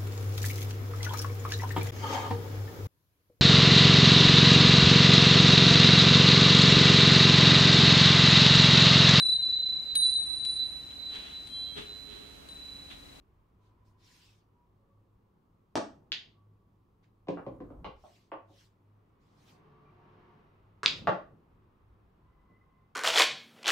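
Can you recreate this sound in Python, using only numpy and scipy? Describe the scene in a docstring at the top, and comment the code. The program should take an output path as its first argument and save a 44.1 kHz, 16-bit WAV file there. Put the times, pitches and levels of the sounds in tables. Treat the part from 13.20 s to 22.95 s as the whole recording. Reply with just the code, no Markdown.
"""Two pool shots in a tiled room

Shaped air snaps, ringing wood modes and short noise cracks make the cue taps, ball clicks, cushion blows,
the drop into a pocket and the knocks under the bed of a small wooden table; echoes and a tail follow.
Filtered noise makes rolling balls, sock scuffs on the tiles, one short bright click, still air and traffic
through the window. Wandering lines make the mains hum, one engine and faint far tones.
"""
import sys
import numpy as np
from scipy import signal
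from scipy.fft import rfft, irfft
from scipy.io import wavfile
from scipy.ndimage import uniform_filter1d

SR = 44100
rng = np.random.default_rng(int(sys.argv[2]) if len(sys.argv) > 2 else 0)


def generate_wav(signal):
    """Clip the signal to [-1, 1] and save it as 16-bit WAV at the path in sys.argv[1]."""
    frames = np.transpose(np.atleast_2d(signal))
    scaled = np.clip(frames, -1, 1) * 32767
    pcm = np.round(scaled).astype(np.int16)
    wavfile.write(sys.argv[1], SR, pcm)


N = 429975


def gain_of(db):
    """Decibels to an amplitude factor."""
    return 10 ** (np.asarray(db) / 20)


def evened(x):
    """Scales to rms 1."""
    return x / np.sqrt(np.mean(x ** 2) + 1e-20)


def read(points, hz):
    """Reads a spectrum table on a log-frequency axis."""
    point_hz, value = np.transpose(points)
    return np.interp(np.log(hz + 1), np.log(point_hz + 1), value)


def add(mix, start_s, sound):
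    """Mixes a sound in at start_s, cut at the end of the mix."""
    part = mix[..., round(start_s * SR):][..., :sound.shape[-1]]
    part += sound[..., :part.shape[-1]]


def correlated(left, other, likeness):
    """Right-channel spectrum that shares the given likeness with the left."""
    return likeness * left + np.sqrt(1 - likeness ** 2) * other


def noise(colour, likeness, patchy_db, length=N, size=1024):
    """Two-channel rms-1 noise from random short-time spectra with drifting patches."""
    hz = np.fft.rfftfreq(size, 1 / SR)
    a, b, c, d, patches = rng.standard_normal((4 * length // size + 5, len(hz), 5)).T
    patches = uniform_filter1d(patches, size=8, axis=0)
    patches = evened(uniform_filter1d(patches, size=12, axis=1))
    same = np.clip(read(likeness, hz), -1, 1)[:, None]
    left = a + 1j * b
    spectra = np.array([left, correlated(left, c + 1j * d, same)])
    spectra *= gain_of(read(colour, hz)[:, None] + patchy_db * patches)
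    sound = signal.istft(spectra, nperseg=size, noverlap=3 * size // 4)[1]
    return evened(sound[:, :length])


def fuzzy_tone(hz, width_hz, length, glide_hz=0):
    """An rms-1 line whose strength and phase wander at the speed that its width allows."""
    r = np.exp(-np.pi * width_hz / SR)
    drift = rng.standard_normal(length) + 1j * rng.standard_normal(length)
    drift = signal.lfilter([1], [1, -2 * r, r * r], drift)
    turns = np.cumsum(np.linspace(hz, hz + glide_hz, length)) / SR
    return evened((drift * np.exp(2j * np.pi * turns)).real)


# still air: pitch_hz, relative_db_per_hz
AIR_COLOUR = [(20, -17), (45, -8.5), (75, -14.5), (150, -3), (240, -12), (360, -10.5), (630, -23.5),
              (1100, -18), (1600, -35.5), (3000, -39), (6000, -46.5), (9500, -51.5), (12500, -47.5),
              (15500, -47.5)]
# left-right likeness of background noise: pitch_hz, likeness
AIR_LIKENESS = [(60, .95), (240, .9), (900, 0), (4000, 0.23), (9000, .8)]
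# mains hum: pitch_hz, width_hz, level_db
HUM = [(53.5, 4.4, -82), (103, 5.2, -69.5)]
# faint wavering tones: start_s, length_s, pitch_hz, glide_hz, width_hz, level_db
TONES = [(0.3, 0.82, 996, 2, 69, -79), (1.309, 0.19, 964, 3, 5.2, -77.5), (1.555, 0.35, 549, -3.5, 30, -82),
         (1.599, 0.23, 1130, 3, 26, -81), (3.103, 0.45, 1138, 0.5, 8.2, -81.5),
         (6.648, 0.062, 2370, 5, 74, -78), (8.949, 0.47, 1006, 50, 60, -77.5),
         (9.002, 0.75, 1992, 62, 40, -85), (9.286, 0.18, 1998, 44, 48, -77.5),
         (9.371, 0.33, 1070, -29.5, 24, -78.5)]
AIR_DB = -70


def background():
    """Still air is shaped noise; mains hum and far tones are narrow wandering lines."""
    out = gain_of(AIR_DB) * noise(AIR_COLOUR, AIR_LIKENESS, 0.56)
    for hz, width_hz, db in HUM:
        out += gain_of(db) * fuzzy_tone(hz, width_hz, N)
    for start_s, length_s, hz, glide_hz, width_hz, db in TONES:
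        size = round(length_s * SR)
        tone = fuzzy_tone(hz, width_hz, size, glide_hz)
        add(out, start_s, gain_of(db) * tone * signal.windows.tukey(size, .4))
    return out


def stretch(start_s, end_s, soft):
    """A window open over a span of time, with soft ends."""
    out = np.zeros(N)
    add(out, start_s, signal.windows.tukey(round((end_s - start_s) * SR), soft))
    return out


# vehicles passing outside: nearest_s, half_time_s, tyre_db, rumble_db
PASSES = [(0.019, 0.34, -84.5, -66.5), (.75, 0.47, -80, -77.5), (6.4, 0.2, -67, -83.5),
          (7.0, .3, -62.5, -83), (9.049, 1.4, -74, -72)]
# tyre noise: pitch_hz, relative_db_per_hz
STREET_COLOUR = [(80, -23), (150, 1), (260, -7.5), (400, -6.5), (550, -12.5), (1140, -9), (1600, -18),
                 (3000, -26.5), (6000, -44.5), (9000, -77.5)]
# engine harmonics: multiple, level_db
ENGINE = [(2, -70.5), (5, -71), (6, -73), (10, -77.5), (13, -77.5), (15, -80), (16, -76)]
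STREET_DB, RUMBLE_DB = -84.5, -79.5  # distant traffic between passes
ENGINE_START_S, ENGINE_END_S = 6.25, 7.3
ENGINE_HZ, ENGINE_WIDTH_HZ, ENGINE_DROP_HZ = 72.5, 0.86, 1.53  # pitch sinks as the engine passes
SHAKE_START_S, SHAKE_END_S, SHAKE_DB = 4.08, 4.94, -58.5  # ball running down the tray shakes the frame


def street():
    """Tyres and rumble swell with nearness; an engine drones in harmonics; frame shake joins the rumble."""
    nearest_s, half_time_s, tyre_db, rumble_db = np.transpose(PASSES)[..., None]
    near = 1 / (1 + ((np.arange(N) / SR - nearest_s) / half_time_s) ** 2)
    tyres = gain_of(STREET_DB) + (near * gain_of(tyre_db)).sum(0)
    rumble = gain_of(RUMBLE_DB) + (near * gain_of(rumble_db)).sum(0)
    rumble += gain_of(SHAKE_DB) * stretch(SHAKE_START_S, SHAKE_END_S, 0.75)
    rumble_colour = [(15, -19.0), (30, -10.5), (55, 6.0), (80, -4.0), (140, -60.5)]
    out = rumble * noise(rumble_colour, AIR_LIKENESS, 2.2, size=2048)
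    out += tyres * noise(STREET_COLOUR, AIR_LIKENESS, 1.5, size=4096)

    size = round((ENGINE_END_S - ENGINE_START_S) * SR)
    drone = np.zeros(size)
    for k, db in ENGINE:
        drone += gain_of(db) * fuzzy_tone(k * ENGINE_HZ, k * ENGINE_WIDTH_HZ, size, -k * ENGINE_DROP_HZ)
    add(out, ENGINE_START_S, drone * signal.windows.tukey(size, .4))
    return out


# sock scuffs on tile, and one short bright click at 7.76 s:
# start_s, length_s, rise_s, level_db, tilt_db_per_octave
SCUFFS_AND_CLICK = [(0.364, 0.18, 0.082, -82, 5), (.643, 0.084, .007, -81, 10),
                    (0.759, 0.49, 0.1, -64.5, 5.5), (3.82, 0.037, 0.011, -74, -1),
                    (4.72, 0.41, 0.13, -70.5, 6), (5.234, 0.27, 0.2, -63.5, 6.5),
                    (5.993, 0.31, .012, -83, 6), (6.09, 0.3, 0.28, -63, 7.5),
                    (7.762, 0.028, .002, -54.5, 1)]
# hiss before tilt: pitch_hz, relative_db_per_hz
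HISS_COLOUR = [(880, -55), (1500, 1.5), (1930, 1), (3180, -0.5), (5240, -6.5), (10100, -26), (15500, -33.5)]
LIFT_SHARE = 0.48  # share of each event in which the pressure lifts off


def scuffs_and_click():
    """Sock scuffs are a fine hiss that follows the foot's pressure; one short bright click is shaped alike."""
    out = np.zeros((2, N))
    for start_s, length_s, rise_s, db, tilt_db in SCUFFS_AND_CLICK:
        t = np.arange(0, length_s + 0.21, 1 / SR)
        press = t / max(rise_s, 1 / SR)
        lift = (length_s - t) / (LIFT_SHARE * length_s)
        pressure = np.clip(np.minimum(press, lift), 0, 1) ** 1.43
        # the room carries it on briefly
        pressure = signal.lfilter([.0015], [1, .0015 - 1], pressure ** 2) ** .5
        colour = [(hz, density_db + tilt_db * np.log2(hz / 4000)) for hz, density_db in HISS_COLOUR]
        hiss = noise(colour, [(1000, 0.15), (8000, 0.43)], 2.7, len(t), size=512)
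        add(out, start_s, gain_of(db) * pressure * hiss)
    return out


# room decay: pitch_hz, t60_s
ROOM_T60 = [(80, 0.22), (250, 0.34), (700, 0.31), (2000, 0.31), (4000, 0.29), (8000, 0.3), (14000, 0.04)]
# left-right likeness of the room: pitch_hz, likeness
ROOM_LIKENESS = [(100, .95), (300, .85), (600, .35), (3000, .15), (9000, .8)]
# echo off the bed: left_db, right_db
BOUNCE_DB = (-8, -5)
# first wall echo: late_ms, left_db, right_db
WALL_ECHO = (20, -10.5, -8)
BOUNCE_IN_TAIL = 0.23  # share of the bed bounce that reaches the walls


def room(sound, room_db, late_ms, bounce_ms, balance_db=0):
    """Direct sound, first echoes from bed and wall, and a tail of sparse taps dying band by band."""
    length = SR // 2
    taps = np.zeros((2, length))
    at = np.arange(0, length - 20, 20) + rng.integers(0, 20, (2, (length - 1) // 20))
    np.put_along_axis(taps, at, rng.choice([-1., 1.], at.shape), 1)
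    hz, t, spectra = signal.stft(taps, SR, nperseg=512)
    same = np.clip(read(ROOM_LIKENESS, hz), 0, 1)[:, None]
    spectra = np.array([spectra[0], correlated(spectra[0], spectra[1], same)])
    spectra *= gain_of(-60 * t / read(ROOM_T60, hz)[:, None])
    tail = signal.istft(spectra, SR, nperseg=512)[1][:, :length]
    tail *= 1 - np.exp(-(np.arange(length) / SR / .0035) ** 2)  # reflections take some ms to build up

    has_bounce = bounce_ms > 0  # none from under the bed
    if has_bounce:
        lag = max(round(bounce_ms * SR / 1000), 1)
        tail[:, lag:] += BOUNCE_IN_TAIL * tail[:, :-lag]
    response = tail / np.linalg.norm(tail[0])
    wall_ms, wall_left_db, wall_right_db = WALL_ECHO
    response[:, round(wall_ms * SR / 1000)] += gain_of([wall_left_db, wall_right_db])
    response *= gain_of(room_db)

    paths = [(0, balance_db / 2, -balance_db / 2)]
    if has_bounce:
        paths.append((bounce_ms, *BOUNCE_DB))
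    for ms, left_db, right_db in paths:
        response[0, round(ms * SR / 1000)] += gain_of(left_db)
        response[1, round((ms + abs(late_ms)) * SR / 1000)] += gain_of(right_db)
    return signal.fftconvolve(sound[None], response, axes=1)


# balls rolling: start_s, length_s, level_db, fade_db_per_s
ROLLING = [(2.57, 0.8, -56.5, 28), (4.1, .6, -55.5, -1), (7.64, 0.27, -52.5, -8.5), (7.87, 0.63, -56.5, 25)]


def rolling():
    """Balls rolling on the cloth, and one along the tray under the bed: a low lumpy rumble."""
    gain = np.zeros(N)
    for start_s, length_s, db, fade_db_per_s in ROLLING:
        t = np.arange(0, length_s, 1 / SR)
        ends = np.clip(np.minimum(t, length_s - t) / .0067, 0, 1)
        add(gain, start_s, gain_of(db - fade_db_per_s * t) * ends)
    colour = [(40, -20.5), (110, 3.5), (270, -1.5), (520, -9.0), (1200, -20.0), (2800, -53.0)]
    return gain * noise(colour, ROOM_LIKENESS, patchy_db=2.5)


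def snap(hz, cycles):
    """A ball that stops suddenly jerks the air: a smooth swing in and out."""
    u = np.arange(SR // 3) / SR * hz - 2.8 * cycles
    return np.sin(2 * np.pi * u) * np.exp(-(u / cycles) ** 2)


# modes of the wooden bed and frame: pitch_hz, level_db, t60_s
BED = [(115, -13.5, 0.11), (180.5, -3.5, 0.075), (263, -5, 0.035), (323, -5.5, 0.07), (403.3, -4, 0.039),
       (521, 2, 0.025), (565, -6, 0.075), (679, 2.5, 0.029), (881, -4.5, 0.05), (1124.4, -2, 0.041),
       (1395, -9, 0.026), (1730, -11, 0.014), (2310, -16, 0.032), (2770, -11.5, 0.039)]


def ring(modes, contact_ms, dull_hz, rise_cycles):
    """A push rings the modes, each a close cluster of three, to peak 1; longer contact is duller."""
    t = np.arange(SR // 3) / SR
    hz, db, t60_s = (np.repeat(column, 3, axis=0)[:, None] for column in np.transpose(modes))
    index = np.arange(len(hz))[:, None]
    flank = index % 3 - 1  # 0 is the main mode
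    hz = hz * (1 + .05 * flank * rng.uniform(0.97, 2.3, hz.shape))
    db = db - 6 * abs(flank)  # neighbours are weaker and fall elsewhere at every blow
    reach = hz ** 2 / (hz ** 2 + dull_hz ** 2) * np.exp(-(hz * contact_ms / 2000) ** 2)
    rise = 1 - np.exp(-(t * hz / rise_cycles) ** 2)
    turn = np.where(flank, rng.random(hz.shape), index % 2 / 2)  # main modes alternate in sign
    swing = np.sin(2 * np.pi * (hz * t + turn))
    body = (reach * rise * gain_of(db - 60 * t / t60_s) * swing).sum(0)
    # no steady push is radiated
    body = signal.lfilter(*signal.butter(2, dull_hz / 3, "high", fs=SR), body)
    return body / abs(body).max()


def crack_noise(top_hz, narrow_db):
    """A short dense burst around top_hz, its spectrum evened so chance leaves no holes in its colour."""
    t, octaves = np.arange(2048) / SR, np.arange(-3, 4, .5)
    colour_db = -narrow_db * octaves ** 2 - 6 * np.maximum(octaves, 0)
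    colour = np.transpose([top_hz * 2. ** octaves, colour_db])
    burst = noise(colour, ROOM_LIKENESS, 0, length=len(t), size=256)[0]
    fade = gain_of(-60 * t / .016) * (1 - np.exp(-t / .002))
    phase = np.angle(rfft(fade * burst))
    even = irfft(gain_of(read(colour, np.fft.rfftfreq(len(t), 1 / SR))) * np.exp(1j * phase))
    even *= np.sqrt(fade)
    return even * np.linalg.norm(fade) / np.linalg.norm(even)


def blows(table, modes, rise_cycles, dull_hz, late_ms, narrow_db, crack_hz, soften, room_db):
    """Each blow snaps the air, rings its object and adds a crack, mostly lower for longer contact;
    cue cracks keep nearly one pitch."""
    out = np.zeros((2, N))
    for start_s, db, contact_ms, snap_db, crack_db, *bounce_ms in table:
        sound = ring(modes, contact_ms, dull_hz, rise_cycles)
        sound += gain_of(snap_db) * snap(1000 / contact_ms, 0.45)
        crack = crack_noise(crack_hz / contact_ms ** soften, narrow_db)
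        sound[:len(crack)] += gain_of(crack_db) * crack
        add(out, start_s, gain_of(db) * room(sound, room_db, late_ms, sum(bounce_ms)))
    return out


# ball on tray: start_s, level_db, contact_ms, snap_db, crack_db
KNOCKS = [(4.172, -36.5, 0.85, -6, -29), (4.644, -34, 0.68, -30, -3.5), (4.838, -46, 1.8, -18, -27),
          (5.117, -32.5, 0.78, -18.5, -15.5), (5.295, -55, 3.5, -11, -33)]


def knocks():
    """A ball knocking about under the bed rings the wood, with no bounce off the bed."""
    return blows(KNOCKS, BED, 0.68, 520, 0.068, narrow_db=15.5, crack_hz=1980, soften=0.91, room_db=3.0)


# ball in pocket: start_s, level_db, contact_ms, snap_db, crack_db
DROPS = [(4.071, -39, 0.57, -15, -18), (4.084, -23, 0.57, -15.5, -12.5), (4.264, -29, 0.86, -27, -19),
         (4.403, -35.5, 0.8, -11.5, -18), (4.503, -41.5, 1.2, -0.5, -17)]
# modes of the hollow pocket: pitch_hz, level_db, t60_s
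POCKET = [(118.7, -8, 0.098), (178, -10.5, 0.091), (273.4, 1, 0.057), (322, -2, 0.032), (408, -12.5, 0.053),
          (520, -8.5, 0.066), (723, 0, 0.015), (1037, -10.5, 0.02)]
POCKET_RISE_CYCLES = 3.6


def drops():
    """A ball dropping into the hollow pocket rings modes that take a few cycles to swell."""
    return blows(DROPS, POCKET, POCKET_RISE_CYCLES, 28, 0.13,
                 narrow_db=6.5, crack_hz=2100, soften=0.36, room_db=-1.5)


# ball on cushion: start_s, level_db, contact_ms, snap_db, crack_db, bounce_ms
CUSHIONS = [(7.8714, -15, 0.92, 0.8, -10, .825), (9.297, -60, 3.6, 3.5, -40, 0.54)]


def cushions():
    """A ball pushing into a cushion rings the bed and frame."""
    return blows(CUSHIONS, BED, 0.81, 180, .04, narrow_db=8.5, crack_hz=2260, soften=0.2, room_db=3.0)


# cue tip on ball: start_s, level_db, contact_ms, snap_db, crack_db, bounce_ms
CUE_TAPS = [(2.5545, -19, 1, 1, -6, .36), (7.6318, -30, .75, 10.5, 1, .75)]


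def cue_taps():
    """The cue tip striking a ball snaps the air and rings the bed."""
    return blows(CUE_TAPS, BED, 0.37, 330, .01, narrow_db=8.5, crack_hz=4400, soften=-0.047, room_db=1.5)


# ball on ball: start_s, level_db, pitch_hz, room_db, left_right_db, right_late_ms, bounce_ms
CLICKS = [(2.9193, -14, 3400, -1, 3, .1, .62), (2.9262, -17, 3400, -3, 5, .1, .62),
          (7.66005, -.3, 3600, -5, -.5, 0, .825)]
OVERTONE_DB, THUD_DB = -23.5, -33.5


def clicks():
    """Hard balls give a short high snap with a thin overtone; the bed thuds under them."""
    out = np.zeros((2, N))
    for start_s, db, hz, room_db, balance_db, late_ms, bounce_ms in CLICKS:
        sound = snap(hz, 0.73) + gain_of(OVERTONE_DB) * snap(1.8 * hz, 1.6)
        sound += gain_of(THUD_DB) * ring(BED, 0.35, 150, 0.26)
        add(out, start_s, gain_of(db) * room(sound, room_db, late_ms, bounce_ms, balance_db))
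    return out


def scene():
    """Play on the table over the sounds of the room."""
    surroundings = background() + street() + scuffs_and_click()
    play = rolling() + knocks() + drops() + cushions() + cue_taps() + clicks()
    return surroundings + play


EDGE_HZ = 15750


def record(dry):
    """Band limit: a steep linear-phase low-pass at EDGE_HZ."""
    low_pass = signal.firwin(511, EDGE_HZ, window=("kaiser", 9), fs=SR)
    return signal.oaconvolve(dry, low_pass[None], "same")


dry = scene()
out = record(dry)
generate_wav(out)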